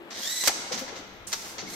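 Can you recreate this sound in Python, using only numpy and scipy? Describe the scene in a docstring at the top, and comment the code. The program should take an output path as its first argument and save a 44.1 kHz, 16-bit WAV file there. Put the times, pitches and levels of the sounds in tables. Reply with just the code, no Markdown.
"""An automatic strapping machine in a factory hall, over a rumbling conveyor that runs throughout.
After two soft frame thumps, feed wheels spin up and shoot plastic strap round the arch: rubbing noise,
a stuttering harmonic whine and narrow-band squeaks, until the strap slams into its stop.
Grippers clack (gritty noise ringing steel modes), the frame thumps, a cylinder puffs.
Then a valve spits and vents hissing air, and the next feed starts; a diffuse echo rings on after each."""
import sys
import numpy as np
from scipy import signal
from scipy.fft import rfft, irfft
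from scipy.io import wavfile
from scipy.ndimage import uniform_filter1d

SR = 44100
rng = np.random.default_rng(int(sys.argv[2]) if len(sys.argv) > 2 else 0)


def materialize(psi):
    """Save the field psi as 16-bit PCM at rate SR to the path in sys.argv[1].

    A 1-D psi becomes a single channel; in a 2-D psi each row is a channel.
    """
    bounded = np.clip(np.atleast_2d(psi).T, -1, 1)
    quanta = np.round(bounded * 32767).astype(np.int16)
    wavfile.write(sys.argv[1], SR, quanta)


N = 77175
T, F = np.arange(N) / SR, np.maximum(np.fft.rfftfreq(2 * N, 1 / SR), 1)

WHINE_HZ, IDLE_SHARE = 1990.3, .68  # pitch at full speed; starting speed as a share of it
WHINE_GRIP = .48  # share of the spin-up at which the whine sets in
WHINE_WANDER, WHINE_ROUGH = .014, .019  # slow and fast pitch deviation, share of the pitch
WHINE_STUTTER_DB, WHINE_SURGE_DB = 3.0, 3.0  # rms depths, quick and slower
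RUB_DB, RUB_FLUTTER_DB = -36, 1.5
SPEED_DB = -2  # rubbing level change from rest to full speed
SLOW_DULL_HZ = 6200  # slow strap rubs without the treble above this
SQUEAK_WIDTH = 0.048  # share of the pitch
CLACK_ATTACK_SHARE, CLACK_GRIT = 0.162, 0.41  # attack as a share of the hold; depth of the chatter
STEEL_DB = -12  # ring relative to the clacks
THUMP_LEAD_S, RING_WIDTH_OCT = 0.000188, .45  # left leads; half-width of equal ring and burst power
VALVE_S, VENT_S, VENT_RELEASE_S, VENT_DB = 1.269, 0.233, 0.07, -43
SPIT_DB, SPIT_DECAY_S = -37.5, 0.0256
PUFF_S, PUFF_HOLD_S, PUFF_DB = .783, 0.0158, -37.5
HALL_DB, HALL_BUILD_S, HALL_SPLIT_HZ = -3.5, 0.0074, 495
ROLLER_FLUTTER_DB = 1.5
TOP_HZ = 15700


def undb(db):
    """Decibels to gain."""
    return 10 ** (np.asarray(db) / 20)


def unit(x):
    """Scale to rms 1."""
    return x / np.sqrt(np.mean(x ** 2))


def at(points, hz=F):
    """Read (Hz, value) points on a log-frequency axis."""
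    p = np.array(points, float)
    return np.interp(np.log(hz), np.log(p[:, 0]), p[:, 1])


def shape(x, gain):
    """Filter with a gain for each frequency."""
    return irfft(rfft(x, 2 * N) * gain)[..., :N]


def walk(rate):
    """Smoothed random motion of rms 1, from rate random steps per second."""
    k = max(int(SR / rate), 1)
    steps = np.repeat(rng.standard_normal(N // k + 1), k)
    return unit(uniform_filter1d(steps, k)[:N])


def noise(db, lead=0):
    """Stereo noise of rms 1 with colour db and frequency-dependent correlation; left leads by lead seconds."""
    # Left-right correlation. Each row: frequency in Hz, likeness 0-1.
    likeness = [(200, 0.78), (700, 0.92), (1400, 0.09), (2800, 0.63), (5500, 0), (13000, 0.11)]
    mid, side = rfft(rng.standard_normal((2, N)), 2 * N)
    c = np.clip(at(likeness), 0, 1)
    mid, side = mid * np.sqrt(1 + c), side * np.sqrt(1 - c)
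    left = mid + side
    right = (mid - side) * np.exp(-2j * np.pi * F * lead)
    return unit(irfft(np.array([left, right]) * undb(db))[:, :N])


def band(hz, width):
    """Stereo noise in one narrow resonance."""
    return noise(-20 * np.log10(1 + ((F - hz) / width) ** 4))


def pan(db):
    """Left and right gains; positive leans left."""
    return undb(np.array([[db], [-db]]) / 2)


def envelope(start, attack, hold, decay):
    """Linear rise, then exponential fall from hold after the start; all in seconds."""
    return np.clip((T - start) / attack, 0, 1) * np.exp(-np.maximum(T - start - hold, 0) / decay)


def feed():
    """Wheels spin up: the strap's rubbing brightens with speed, and once fast it sings a stuttering whine."""
    # Strap feeds. Each row: start in s, stop in s, rubbing gain in dB, whine gain in dB, pitch ratio.
    feeds = [(0.115, 0.478, 1.5, -3.5, 1.0), (1.634, 1.9, -5, -15.5, 1.07)]
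    # Wheel spin-up per feed. Each row: time of fastest rise in s, rise time in s.
    spin_ups = [(.238, .037), (1.70, .014)]
    # Whine harmonics. Each row: multiple, level before feed gain in dB, rms phase jitter in radians.
    harmonics = [(1, -42, 0.43), (2, -35.5, 0.477), (3, -36.5, 1.48), (4, -36.5, 1.02)]
    # Colour of strap rubbing along its track. Each row: frequency in Hz, relative density in dB per Hz.
    rub_colour = [(300, -28), (1000, -17.5), (1900, -4), (2700, -12), (3800, -0.5), (4700, -2.5), (6100, 1),
                  (8800, -9.5), (11000, -10.5), (13000, -4.5), (15500, -21)]
    out = 0
    for (start, stop, rub_db, whine_db, ratio), (middle, rise) in zip(feeds, spin_ups):
        spin = .5 + .5 * np.tanh((T - middle) / rise / 2)
        hz = WHINE_HZ * ratio * (IDLE_SHARE + (1 - IDLE_SHARE) * spin)
        hz = hz * (1 + WHINE_WANDER * walk(60) + WHINE_ROUGH * walk(1500))
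        phase = 2 * np.pi * np.cumsum(hz) / SR
        stutter_db = WHINE_STUTTER_DB * walk(130) + WHINE_SURGE_DB * walk(44.5)
        whine = np.zeros((2, N))
        for channel in whine:  # independent jitter left and right
            for multiple, db, jitter in harmonics:
                tone = np.sin(multiple * phase + jitter * walk(400))
                channel += undb(db) * unit(tone * undb(stutter_db + walk(150)))
        singing = .5 + .5 * np.tanh((spin - WHINE_GRIP) / .15)
        rub = noise(at(rub_colour)) * undb(RUB_DB + RUB_FLUTTER_DB * walk(400) + SPEED_DB * (spin - 1))
        dull_rub = shape(rub, 1 / (1 + (F / SLOW_DULL_HZ) ** 4))
        rub = spin * rub + (1 - spin) * dull_rub
        strap = whine * singing * undb(whine_db) + rub * undb(rub_db)
        out = out + strap * envelope(start, 0.0563, stop - start, 0.0044)
    return out


def squeaks():
    """The strap catches briefly in its guides: short bursts of narrow-band noise."""
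    # Each row: start in s, pitch in Hz, level in dB, hold in s.
    catches = [(0.241, 3337, -39, 0.0135), (0.326, 4040, -30.5, 0.0042), (0.419, 4020, -30.5, 0.005),
               (1.667, 2164, -43, 0.0162), (1.73, 2164, -46.5, .025)]
    out = 0
    for start, hz, db, hold in catches:
        out = out + band(hz, hz * SQUEAK_WIDTH) * undb(db) * envelope(start, 0.00264, hold, 0.0065)
    return out


def clacks():
    """Strap, grippers and cutter clack: brief gritty noise, each with its own tilt, ringing steel modes."""
    # Each row: start in s, level in dB, hold in s, decay in s, tilt in dB per octave, pan in dB,
    # top treble in dB.
    blows = [(0.103, -40, 0.0273, 0.0043, -1, 0, -7.5), (0.437, -25, 0.0023, 0.0095, 0, 2, 4),
             (0.453, -27.5, 0.0153, 0.0093, 2, -8, -2.5), (0.4729, -15.5, 0.0085, 0.0056, -0.0544, 2, 3.5),
             (0.486, -26, 0.00977, 0.0121, -1.62, 2.5, 2.5), (0.719, -29.5, 0.0157, 0.0336, 1, -2.5, -10.5),
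             (0.776, -34, 0.00785, 0.0242, -0.06, 2.5, -5), (0.876, -41, 0.019, 0.0137, -3.5, 4, -9),
             (0.955, -41.5, 0.0244, 0.0308, -2, 1.5, -8), (1.319, -35.5, 0.0038, 0.00294, 0, -2.5, -3),
             (1.327, -24, 0.00682, 0.01122, 0.51, 2, -3.5),
             (1.582, -33.5, 0.00635, 0.0331, 0.34, 0.5, -22.5)]
    # Colour of a clack's body. Each row: frequency in Hz, relative density in dB per Hz.
    body_colour = [(30, -34), (150, -17.5), (500, -6.5), (900, -4), (1400, -5.5), (2000, -1), (2700, -5.5),
                   (3800, -1.5), (4700, -0.5), (6400, 1), (8000, -6), (10000, -15), (11800, -15.5),
                   (13200, -9.5), (15500, -27.5)]
    # Modes of steel parts. Each row: frequency in Hz, relative level in dB, t60 in s.
    steel = [(558.3, -1, 0.0258), (789, -2, 0.038), (1390.2, -1, 0.175), (1938, -18.5, 0.21),
             (2168, -1.5, 0.031), (3130, -22.5, 0.064), (3515, -8.5, 0.054), (3845, -9.5, 0.034),
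             (4675, 0, 0.048), (6038, 1, 0.051), (6697, -1.5, 0.0215), (8045, -4.5, 0.034),
             (14040, 6.5, 0.041)]
    out = 0
    treble = np.clip((F - 6300) / 2500, 0, 1)
    for start, db, hold, decay, tilt, pan_db, treble_db in blows:
        colour = at(body_colour) + tilt * np.log2(np.maximum(F, 400) / 3000) + treble_db * treble
        grit = unit(np.exp(CLACK_GRIT * walk(1500) / 2))
        burst = noise(colour) * grit * envelope(start, CLACK_ATTACK_SHARE * hold, hold, decay)
        out = out + burst * undb(db) * pan(pan_db)
    modes = 0
    for hz, db, t60 in steel:
        modes = modes + undb(db) * np.sin(2 * np.pi * hz * T) * undb(-60 * T / t60)
    ring = shape(out, rfft(modes, 2 * N))
    return out + unit(ring) * out.std() * undb(STEEL_DB)


def thumps():
    """Parts land on damped frame panels: a mode rings in a dull burst; narrow thumps ring more."""
    # Each row: start in s, level in dB, pitch in Hz, half-width in octaves, decay in s, pan in dB.
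    landings = [(.002, -44.5, 333.7, 0.502, 0.034, 1), (.056, -43, 328, 0.76, 0.014, 4),
                (0.434, -37.5, 1061, 0.55, 0.005, 4), (0.474, -43.5, 69.4, 0.87, 0.0131, -6),
                (0.474, -32.5, 542.6, 0.15, 0.0091, 5), (.476, -39, 270, 0.546, 0.0051, 2.5),
                (0.475, -43, 796, 0.22, 0.011, -4.5), (0.494, -31.5, 808.8, 0.284, 0.0055, -1.5),
                (.545, -42.5, 301.5, 0.593, 0.047, 6.5), (.711, -32, 500, 0.428, 0.0153, 6),
                (.733, -40, 227.1, 0.478, 0.037, 6.5), (0.81, -35, 257.6, 0.372, 0.0138, 5.5),
                (.812, -39, 524.5, 0.399, 0.0233, 5), (0.924, -40.5, 418.8, 0.55, 0.0142, 6),
                (.992, -42, 303.2, 0.255, 0.0097, 5), (1.466, -44.5, 338.4, 0.575, 0.0109, 5),
                (1.623, -40.5, 246.4, 0.9, 0.08, 4.5)]
    out = 0
    for start, db, hz, width, decay, pan_db in landings:
        burst = noise(-20 * np.log10(1 + (np.log2(F / hz) / width) ** 4), THUMP_LEAD_S)
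        ring = unit(np.sin(2 * np.pi * hz * (T - start)))
        share = 1 / (1 + (width / RING_WIDTH_OCT) ** 4)  # ring's share of the power
        thump = np.sqrt(share) * ring + np.sqrt(1 - share) * burst
        out = out + thump * envelope(start, 0.00272, 0.00454, decay) * undb(db) * pan(pan_db)
    return out


def valve():
    """A gripper's cylinder puffs; later compressed air spits out, hisses on and dies away."""
    # Colour of venting air. Each row: frequency in Hz, relative density in dB per Hz.
    vent_colour = [(300, -7), (1000, -2.5), (3500, -3), (6200, 2), (9500, -9.5), (13000, -6.5),
                   (15500, -16.5)]
    # Colour of the opening spit. Each row: frequency in Hz, relative density in dB per Hz.
    spit_colour = [(2000, -36.5), (4000, -20), (6000, 3.5), (8200, 2), (9400, 2.5), (11000, -23),
                   (15500, -12.5)]
    puff = undb(PUFF_DB) * envelope(PUFF_S, 0.0041, PUFF_HOLD_S, 0.0241)
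    spit = noise(at(spit_colour)) * undb(SPIT_DB) * envelope(VALVE_S, 0.00134, 0.00385, SPIT_DECAY_S)
    vent = undb(VENT_DB) * envelope(VALVE_S, 0.00573, VENT_S, VENT_RELEASE_S)
    flutter = undb(walk(59.64))
    return spit + noise(at(vent_colour)) * flutter * (vent + puff)


def hall(x):
    """Diffuse echo that builds up, then fades, lasting longest in the mids; bass alike on both sides."""
    # Decay. Each row: frequency in Hz, t60 in s.
    hall_t60 = [(100, 0.02), (1000, 2.5), (2700, 3), (4700, 1.1242), (8500, 0.9323), (15000, 0.57)]
    # Colour. Each row: frequency in Hz, gain in dB.
    hall_colour = [(100, 0.5), (400, -4.5), (900, -1.5), (2000, -6.5), (4000, -3.5), (6000, -1.5),
                   (9000, -4.5), (14000, -9.5)]
    centres = np.geomspace(60, 16000, 10)
    hiss, tail = rfft(rng.standard_normal((2, N)), 2 * N), 0
    apart = np.pi / 4 / (1 + (HALL_SPLIT_HZ / F) ** 2)
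    hiss = hiss[0] * np.cos(apart) + hiss[1] * np.sin(apart) * np.array([[1], [-1]])
    for hz, weights in zip(centres, np.eye(len(centres))):  # overlapping triangular bands
        window = np.interp(np.log(F), np.log(centres), weights)
        part = irfft(hiss * window * undb(at(hall_colour)))[:, :N]
        tail = tail + part * np.exp(-np.log(1000) * T / at(hall_t60, hz))
    tail = tail * (1 - np.exp(-T / HALL_BUILD_S)) / np.sqrt(SR / 10)
    return shape(x, rfft(tail, 2 * N)) * undb(HALL_DB)


def conveyor():
    """Rollers run unevenly over a deep rumble; motors hum and their drive whistles in narrow noise bands."""
    # Roller colour. Each row: frequency in Hz, relative density in dB per Hz.
    roller_colour = [(25, -26), (140, -13), (200, 1.5), (330, -0.5), (600, 0), (900, -1.5), (1200, -4),
                     (2200, -8), (3600, -13), (5500, -27), (9000, -30.5), (15000, -44.5)]
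    # Roller level before panning. Each row: time in s, level in dB.
    roller_db = [(0, -48), (.17, -45), (.33, -51), (.9, -46), (1.2, -52), (1.75, -43.5)]
    # Rumble colour. Each row: frequency in Hz, relative density in dB per Hz.
    rumble_colour = [(20, -2), (60, -3.5), (110, 1), (170, -9.5), (400, -19.5), (2000, -58.5)]
    # Rumble level before panning. Each row: time in s, level in dB.
    rumble_db = [(0, -69.5), (.35, -68.5), (.55, -61.5), (1.0, -59.5), (1.2, -53.5), (1.45, -63),
                 (1.75, -57.5)]
    # Motor hums and drive whistle. Each row: frequency in Hz, width in Hz, level before panning in dB.
    motors = [(338.5, 10.5, -60.5), (195, 15.2, -63), (11983, 119, -71)]
    level_db = np.interp(T, *np.array(roller_db).T) + ROLLER_FLUTTER_DB * walk(35.67)
    rollers = noise(at(roller_colour), lead=0.000199) * undb(level_db)
    rumble = noise(at(rumble_colour)) * undb(np.interp(T, *np.array(rumble_db).T))
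    hum = sum(undb(db) * band(hz, width) for hz, width, db in motors)
    return (rollers + hum) * pan(3.3) + rumble * pan(-1.57)


def scene():
    """The machine and its echo over the conveyor; deep bass leans left, treble right."""
    # Left-right balance. Each row: frequency in Hz, left over right in dB.
    balance_db = [(60, 3.5), (300, -0.5), (1400, 2), (3000, 1.5), (6000, -1), (9000, -9), (13000, -5)]
    machine = feed() + squeaks() + clacks() + thumps() + valve()
    mix = machine + hall(machine) + conveyor()
    return shape(mix, undb(np.array([at(balance_db), -at(balance_db)]) / 2))


def record(dry):
    """Steep elliptic low-pass at TOP_HZ."""
    return signal.sosfilt(signal.ellip(10, .2, 80, TOP_HZ, fs=SR, output="sos"), dry)


dry = scene()
out = record(dry)
materialize(out)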